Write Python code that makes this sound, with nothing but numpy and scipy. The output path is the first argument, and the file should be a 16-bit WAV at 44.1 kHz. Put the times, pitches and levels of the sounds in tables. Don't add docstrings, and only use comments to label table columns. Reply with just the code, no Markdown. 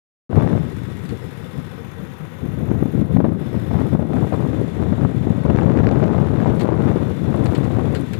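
import sys
import numpy as np
from scipy import signal
from scipy.fft import rfft, irfft, next_fast_len
from scipy.io import wavfile
from scipy.ndimage import uniform_filter1d

SR = 44100
rng = np.random.default_rng(int(sys.argv[2]) if len(sys.argv) > 2 else 0)


def inscribe(sig):
    pcm = np.round(np.clip(np.atleast_2d(sig).T, -1, 1) * 32767)
    wavfile.write(sys.argv[1], SR, pcm.astype(np.int16))


N = 361179
TIME = np.arange(N) / SR

# start_s, length_s, level_db
RIGHT_PORT_PUFFS = [(.48, .1, -57), (1.64, 0.15, -60), (2.66, 0.073, -59), (2.97, 0.56, -58),
                    (3.6, 0.11, -53), (6.268, 0.3, -66.5), (8.09, .09, -59)]
# time_s, firing_rate_hz
FIRING_RATE = [(0, 14.58), (1.2, 14.78), (2.4, 14.88), (3.4, 14.88), (4.4, 14.74), (5.4, 14.43),
               (6.6, 14.46), (8.2, 14.55)]
CYCLE_TICKS = [(.2, 1), (.49, 0.64), (.93, 0.3)]
# pitch_hz, width_hz, gain_db
CASING_MODES = [(789, 17, 9), (973, 68, 3.5), (1270, 15, 8), (1514, 52, 4.5), (1892, 37, 6), (2083, 32, -2),
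                (2645, 10, -2.5), (3480, 53, 1), (3880, 88, -14.5)]
# time_s, clatter_db, hiss_db
RIDE_LEVELS = [(.3, -55, -63), (1.1, -56, -61), (2.3, -56.5, -68), (2.85, -57.5, -66.5), (3.1, -56, -65),
               (3.6, -55.5, -66.5), (4.25, -55, -60.5), (4.6, -55, -62), (5.8, -56.5, -66),
               (6.95, -54, -62), (8.19, -54, -62)]
# start_s, length_s, gain_db
TREBLE_DIPS = [(3.013, 0.085, -5), (3.16, 0.21, -7), (3.937, 0.16, -6), (6.64, 0.12, -6.5)]
# time_s, lift_db
HISS_TOP_LIFT = [(0.3, -6), (2.4, 9.5), (3.7, 7.5), (4.8, -11), (6.4, -7), (8.19, -6)]
# start_s, length_s, centre_hz, width_hz, gain_db
HISS_HOLLOWS = [(1.77, 1.1, 4300, 2200, -2.5), (1.7, 1.2, 8400, 2500, -2.5), (4.4, 2.9, 8100, 760, -2.5)]
# start_s, length_s, pitch_hz, width_hz, level_db
HISS_RINGS = [(.3, 1.5, 5190, 220, -72), (1.796, 1.2, 6520, 600, -76), (1.8, 2.1, 5200, 90, -83),
              (3.4, 0.55, 5200, 300, -73), (4.15, 4.9, 7350, 900, -75)]
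# time_s, pitch_hz, level_db
BODYWORK_HOOTS = [(1.131, 454, -31), (1.24, 485, -43), (1.40, 461, -41.5), (1.56, 480, -39),
                  (1.80, 453, -37), (1.98, 466, -39)]
# time_s, peak_db
PART_KNOCKS = [(1.052, -44), (1.091, -40), (6.596, -36.5), (6.609, -33.5), (7.458, -35.5), (7.55, -31.5),
               (7.642, -40), (7.949, -32.5), (7.961, -42), (8.134, -34)]
PART_CLINKS = [(6.557, -46), (6.633, -43), (7.3397, -51), (7.3627, -44), (7.444, -42), (7.5785, -41),
               (8.0103, -39)]
# time_s, rumble_db
HEAD_WIND = [(0.3, -19.5), (0.58, -24.5), (0.8, -32), (1.35, -37), (1.85, -37), (2.35, -41), (2.6, -25),
             (3.3, -29), (3.4, -26.5), (4.2, -28.5), (4.6, -23.5), (4.72, -26.5), (4.85, -25), (5.4, -25),
             (5.7, -22), (7.03, -21.5), (7.17, -26.5), (7.4, -21.5), (7.97, -23), (8.08, -28)]
# start_s, length_s, rumble_db, eddies_above_rumble_db
LEFT_PORT_GUSTS = [(0.336, 0.057, -18, -13.5), (0.401, 0.17, -22.5, -16.5), (0.6, 0.062, -35, -30),
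                   (1.086, 0.043, -27, -26), (1.23, 0.049, -31.5, -25), (1.537, 0.065, -33, -21.5),
                   (1.982, 0.064, -34, -22), (2.393, 0.094, -26, -30), (2.672, 0.16, -24.5, -21.5),
                   (2.932, 0.087, -18, -33), (3.085, 0.23, -20, -28.5), (3.52, 0.045, -23.5, -21),
                   (3.69, 0.085, -20.5, -19), (3.764, 0.09, -21, -16.5), (3.91, 0.026, -15.5, -20),
                   (3.989, 0.028, -19.5, -15.5), (4.086, 0.17, -21.5, -16), (4.306, 0.036, -21, -11),
                   (4.376, 0.084, -23, -16), (4.452, 0.16, -25.5, -20), (4.778, 0.16, -24.5, -15),
                   (4.984, 0.071, -21, -17.5), (5.24, 0.14, -32.5, -10.5), (5.433, 0.66, -22, -13.5),
                   (6.111, 0.12, -23.5, -12), (6.336, 0.15, -27, -10), (6.463, 0.047, -16.5, -19.5),
                   (6.588, 0.16, -28, -8.5), (6.828, 0.059, -19.5, -16), (7.236, 0.29, -26, -15.5),
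                   (7.747, 0.094, -24, -15)]
# time_s, lift_db
DEEP_RUMBLE_LIFT = [(0.3, 12), (1.6, 7), (3.2, 7.5), (4.8, 8.5), (5.8, 14), (6.7, 6.5), (7.5, 7)]
# time_s, thump_db, pop_db
LARGE_EDDIES = [(0.328, -28, -20), (0.368, -17, -35), (0.404, -15, -31), (0.433, -11, -38),
                (0.462, -29, -21), (0.551, -20, -25), (2.714, -8, -21), (2.825, -6, -19.5),
                (2.857, -11.5, -23.5), (2.95, -13, -43), (2.976, -19, -39), (3.0138, -10.5, -24),
                (3.024, -13, -40), (3.148, -10.5, -35), (3.1642, -5, -15.5), (3.184, -7, -41),
                (3.191, -11, -23), (3.202, -13, -15.5), (3.242, -7.5, -15), (3.251, -17, -18.5),
                (3.264, -28, -26.5), (3.32, -13.5, -26.5), (3.543, -30, -24), (3.949, -10, -19),
                (3.993, -10, -24), (4.024, -14, -24), (4.137, -23, -27), (4.323, -27, -20),
                (4.614, -11.5, -32), (4.922, -11, -21), (5.048, -9.5, -19), (5.27, -11, -21.5),
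                (5.305, -5, -26), (5.546, -11.5, -16.5), (5.62, -11, -17), (5.66, -5, -19),
                (5.781, -17, -25), (5.832, -10.5, -27), (5.997, -14, -20), (6.145, -27, -19.5),
                (6.184, -13, -19.5), (6.353, -12, -28), (6.458, -16, -16.5), (6.595, -16, -36),
                (6.645, -7.5, -19), (6.688, -11.5, -13.5), (6.856, -10, -33), (6.959, -9.5, -23),
                (7.343, -30, -18), (7.581, -14.5, -20.5), (7.609, -13, -25), (7.677, -13.5, -26),
                (7.785, -9.5, -20.5)]
# time_s, peak_db
PORT_SPITS = [(0.3784, -34), (0.399, -35), (0.4757, -34), (3.17, -34.5), (3.204, -47), (5.5015, -31),
              (5.5615, -30.5), (5.5725, -30), (5.5875, -31), (5.6118, -32), (5.632, -28.5), (5.773, -27),
              (5.7895, -32), (5.833, -33.5), (5.8695, -26.5), (5.89, -30), (5.913, -26.5), (6.018, -42),
              (6.04, -29.5)]
# frequency_hz, gain_db
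RIGHT_HISS_SPECTRUM = [(30, 0), (100, -24), (400, -1), (1000, 2.5), (3000, -2.5), (6000, -9),
                       (15000, -10.5)]
CLATTER_SPECTRUM = [(100, 1.5), (400, 8.5), (650, 2), (1000, 5.5), (1900, 1.5), (2900, -5), (3800, -6.5),
                    (4600, -21), (7000, -23), (15000, -52)]
ROAD_SPECTRUM = [(1000, 12), (4000, 1.5), (5500, -0.5), (7200, 4), (8200, 1), (9900, 6.5), (11000, 3.5),
                 (13000, 3.5), (15500, -3)]
KNOCK_SPECTRUM = [(900, 11), (1700, 16), (2400, 13.5), (3300, 7.5), (4400, 9.5), (6000, -15), (7500, -2),
                  (10000, -29), (15000, -30)]
SCRAPE_SPECTRUM = [(2000, -12), (4300, 4), (6000, 1), (7500, 6), (10000, -3), (13500, -7), (15500, -16)]
CRACKLE_SPECTRUM = [(200, -15), (600, 4.5), (1200, 0.5), (2200, -10.5), (3500, -23.5), (7000, -37),
                    (9000, -56)]
POP_SPECTRUM = [(120, -23), (300, -4.5), (550, 9.5), (900, 3.5), (1500, -9), (2500, -22.5), (4000, -35),
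                (7000, -58), (12000, -81)]
WIND_SPECTRUM = [(20, -49), (42, -25), (62, -13), (85, -0.5), (150, 0.5), (250, -4.5), (450, -12),
                 (750, -21.5), (1300, -32), (2200, -43.5), (4000, -57), (7000, -68), (12000, -83.5)]
SPIT_SPECTRUM = [(300, 26.5), (1200, 8), (2500, -2.5), (4000, -17), (7200, -23.5), (8500, -41), (15000, -52)]


def amp(db):
    return 10 ** (np.asarray(db) / 20)


def unit(x):
    return x / np.sqrt(np.mean(x ** 2))


def curves(table):
    times, *columns = np.transpose(table)
    return [np.interp(TIME, times, column) for column in columns]


def shape(x, response):
    size = next_fast_len(N + SR // 10, True)
    hz = np.maximum(np.arange(size // 2 + 1) * SR / size, 1)
    return irfft(rfft(x, size) * response(hz), size)[:N]


def colour(x, spectrum):
    points_hz, db = np.transpose(spectrum)
    return shape(x, lambda hz: amp(np.interp(np.log(hz), np.log(points_hz), db)))


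def split(x, hz):
    low = shape(x, lambda f: 1 / (1 + (f / hz) ** 4))
    return low, x - low


def noise():
    return rng.standard_normal(N)


def narrow(hz, width_hz):
    return unit(shape(noise(), lambda f: 1 / (1 + (2 * (f - hz) / width_hz) ** 2)))


def walk(rate_hz):
    return unit(shape(noise(), lambda hz: 1 / (1 + (hz / rate_hz) ** 2) ** 2))


def jolts(rate_hz):
    x = walk(rate_hz)
    return unit(np.tanh(unit(x - uniform_filter1d(x, SR // 20)) / 2))


def swell(start_s, length_s, attack_s=0.023, release_s=0.026):
    attack = np.clip((TIME - start_s) / attack_s, 0, 1)
    return attack * np.exp(-np.maximum(TIME - start_s - length_s, 0) / release_s)


def damped(impulses, decay_s):
    return signal.lfilter([1], [1, -np.exp(-1 / (decay_s * SR))], impulses)


def strikes(table, decay_s):
    force = np.zeros(N)
    for time_s, db in table:
        force[int(time_s * SR)] += amp(db)
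    return damped(force, decay_s)


def right_port(rumble_db=-65, sway_db=7, hiss_db=-68):
    power = amp(rumble_db + sway_db * walk(2.9)) ** 2
    power += sum((amp(db) * swell(start_s, length_s)) ** 2 for start_s, length_s, db in RIGHT_PORT_PUFFS)
    rumble = np.sqrt(power) * unit(colour(noise(), WIND_SPECTRUM))
    return rumble + amp(hiss_db) * unit(colour(noise(), RIGHT_HISS_SPECTRUM))


def hiss_rings(sway_db=2):
    sway = amp(sway_db * walk(12))
    return sway * sum(amp(db) * swell(start_s, length_s) * narrow(hz, width_hz)
                      for start_s, length_s, hz, width_hz, db in HISS_RINGS)


def hollowed(x):
    for start_s, length_s, centre_hz, width_hz, db in HISS_HOLLOWS:
        band = shape(x, lambda hz: 1 / (1 + (2 * (hz - centre_hz) / width_hz) ** 4))
        x = x + (amp(db) - 1) * swell(start_s, length_s) * band
    return x


def treble_dips_db():
    return sum(db * swell(start_s, length_s) for start_s, length_s, db in TREBLE_DIPS)


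def tyre_grit(rate_hz=16, decay_s=0.004, spread_db=3, gain_db=-1):
    hits = (rng.random(N) < rate_hz / SR) * amp(spread_db * np.tanh(noise()))
    level_db = gain_db + curves(RIDE_LEVELS)[1] + curves(HISS_TOP_LIFT)[0] + treble_dips_db()
    return amp(level_db) * damped(hits, decay_s) * narrow(hz=12200, width_hz=4500)


def ticking(ticks, decay_cycles, uneven_db=0.71):
    cycles = np.cumsum(curves(FIRING_RATE)[0]) / SR
    envelope = sum(strength * np.exp(-((cycles - phase) % 1) / decay_cycles) for phase, strength in ticks)
    return envelope * amp(uneven_db * walk(24))


def valve_chink(level_db=-69, uneven_db=3):
    force = amp(level_db + uneven_db * jolts(15)) * ticking([(CYCLE_TICKS[0][0], 1)], decay_cycles=0.16)
    return force * narrow(hz=9920, width_hz=350)


def engine_and_road(low_db=-45.5, bright_db=10, casing_db=1, road_db=3, engine_tick=0.71, hiss_tick=1.6):
    clatter_db, hiss_db = curves(RIDE_LEVELS) + treble_dips_db()
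    ticks = ticking(CYCLE_TICKS, decay_cycles=0.12)
    pulsing = 1 + engine_tick * ticks
    casing = shape(noise() * pulsing, lambda hz: sum(
        amp(db) / (1 + 1j * (hz - mode_hz ** 2 / hz) / width_hz) for mode_hz, width_hz, db in CASING_MODES))
    clatter = unit(colour(noise() * pulsing, CLATTER_SPECTRUM) + amp(casing_db) * casing)
    low, bright = split(clatter, hz=1450)
    grainy = noise() * (1 + hiss_tick * ticks) * amp(-walk(600))
    hiss, top = split(unit(colour(grainy, ROAD_SPECTRUM)), hz=12300)
    hiss = hiss + amp(curves(HISS_TOP_LIFT)[0]) * top
    return amp(low_db) * low + amp(clatter_db + bright_db) * bright + amp(hiss_db + road_db) * hiss


def bodywork_drone(boom_db=-44, hum_db=-53, hoot_s=0.018, sway_db=3.5):
    drone = amp(boom_db) * narrow(hz=148, width_hz=37) + amp(hum_db) * narrow(hz=482, width_hz=130)
    drone *= amp(sway_db * walk(22))
    wavering_time = np.cumsum(1 + 0.0217 * walk(27)) / SR
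    for time_s, hz, db in BODYWORK_HOOTS:
        envelope = amp(db) * np.exp(-((TIME - time_s) / hoot_s) ** 2)
        drone += envelope * np.sin(2 * np.pi * hz * wavering_time)
    return drone


def loose_part_clinks(decay_s=0.0015, gain_db=-3):
    return amp(gain_db) * strikes(PART_CLINKS, decay_s) * narrow(hz=9200, width_hz=2000)


def loose_part_rattle(bounce_s=0.0081, rebound=0.27, shiver_s=0.054,
                      knock_db=-2.5, shiver_db=-27, scrape_db=-10, hiss_db=-28):
    force = strikes(PART_KNOCKS, decay_s=0.0091)
    force = force + rebound * np.roll(force, int(bounce_s * SR))
    shiver = sum(amp(db) * np.exp(-np.abs(TIME - time_s - bounce_s) / shiver_s)
                 for time_s, db in PART_KNOCKS)
    crack = (amp(knock_db) * force + amp(shiver_db) * shiver) * unit(colour(noise(), KNOCK_SPECTRUM))
    contact = uniform_filter1d(strikes(PART_KNOCKS, decay_s=0.0038), 44)
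    roughness = amp(3 * jolts(700))
    scrape = amp(scrape_db) * contact * roughness * unit(colour(noise(), SCRAPE_SPECTRUM))
    return crack + scrape + amp(hiss_db) * shiver * unit(colour(noise(), ROAD_SPECTRUM))


def airflow(brisk_db=-19.5, eddy_offset_db=-12.5, eddy_db_per_db=1.62):
    flow_db = curves(HEAD_WIND)[0]
    rumble_power = amp(flow_db) ** 2
    eddy_power = amp(flow_db + eddy_offset_db + eddy_db_per_db * (flow_db - brisk_db)) ** 2
    for start_s, length_s, db, eddy_db in LEFT_PORT_GUSTS:
        gust = amp(db) * swell(start_s, length_s)
        rumble_power += gust ** 2
        eddy_power += (amp(eddy_db) * gust) ** 2
    return np.sqrt(rumble_power), np.sqrt(eddy_power)


def eddy_crackle(peak_rate_hz=75, spread_db=3, level_db=-46, growth=0.55):
    _, eddies = airflow()
    strength = eddies / eddies.max()
    hits = rng.random(N) < peak_rate_hz * strength / SR
    pops = hits * strength ** growth * amp(spread_db * np.tanh(noise()))
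    return amp(level_db) * unit(colour(pops, CRACKLE_SPECTRUM))


def port_spits(decay_s=0.0012, gain_db=12.5):
    return amp(gain_db) * colour(strikes(PORT_SPITS, decay_s) * noise(), SPIT_SPECTRUM)


def buffets(width_s=0.00099, rise_s=0.001417, thump_db=2, snap_db=5.5, tear_db=5):
    thumps = np.zeros(N)
    stretches = rng.uniform(0.73, 1.57, len(LARGE_EDDIES))
    for (time_s, db, _), stretch in zip(LARGE_EDDIES, stretches):
        near = np.abs(TIME - time_s) < 0.03
        offset = (TIME[near] - time_s - rise_s) / (width_s * stretch)
        thumps[near] += amp(db + thump_db) * (1 - offset ** 2) * np.exp(-offset ** 2 / 2)
    pops = [(time_s + rise_s, pop_db) for time_s, _, pop_db in LARGE_EDDIES]
    snap = amp(snap_db) * strikes(pops, decay_s=0.00034)
    tear = amp(tear_db) * strikes(pops, decay_s=0.004) * noise()
    return thumps + colour(snap + tear, POP_SPECTRUM)


def lulls(depth_db=-6, lead_s=0.0056, width_s=0.0034):
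    return amp(sum(depth_db * np.exp(-((TIME - time_s + lead_s) / width_s) ** 2)
                   for time_s, _, _ in LARGE_EDDIES))


def flaps(rate_hz=150, spread_db=5, push_share=0.75):
    hits = rng.random(N) < rate_hz / SR
    polarity = np.where(rng.random(N) < push_share, 1, -1)
    return unit(hits * polarity * amp(spread_db * np.tanh(noise())))


def wind(burst_db=1.3, fine_db=-4, fine_spread_db=3.5, tearing=0.3, low_flap=0.57, high_flap=0.66,
         eddy_db=2.5, surge_db=1.3, eddy_surge_db=1.63):
    rumble, eddies = airflow()
    big, rest = split(colour(noise(), WIND_SPECTRUM), hz=452)
    small, finest = split(rest, hz=1000)
    slow_flaps, fast_flaps = split(colour(flaps(), WIND_SPECTRUM), hz=557)
    mid_flaps, _ = split(fast_flaps, hz=2400)
    deep, body = split(unit(big + low_flap * slow_flaps), hz=61)
    pressure = body + amp(curves(DEEP_RUMBLE_LIFT)[0]) * deep
    bursts = amp(burst_db * jolts(110))
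    fine_gain = amp(fine_db + fine_spread_db * jolts(340)) * unit(eddies) ** tearing
    rasp = unit(bursts * (small + fine_gain * finest))
    flutter = unit(rasp + high_flap * unit(mid_flaps))
    surge = jolts(32)
    rumbling = rumble * amp(surge_db * surge) * pressure
    return rumbling + eddies * amp(eddy_db + eddy_surge_db * surge) * flutter


def scene():
    air = wind() * lulls() + buffets() + port_spits() + eddy_crackle()
    bike = hollowed(engine_and_road()) + hiss_rings() + valve_chink() + tyre_grit() + bodywork_drone()
    bike += loose_part_rattle() + loose_part_clinks()
    return np.array([2 * (air + bike), right_port()])


def record(dry, start_s=0.294, fade_s=0.079, low_cut_hz=48, ceiling=0.93, top_hz=15450):
    fade_in = np.sqrt(np.clip((TIME - start_s) / fade_s, 0, 1))
    thinned = np.array([shape(side, lambda hz: 1 / (1 + (low_cut_hz / hz) ** 3)) for side in dry])
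    rounded = thinned / (1 + (thinned / ceiling) ** 4) ** (1 / 4)
    low_pass = signal.ellip(10, 0.2, 80, top_hz, fs=SR, output="sos")
    return signal.sosfilt(low_pass, rounded * fade_in)


dry = scene()
out = record(dry)
inscribe(out)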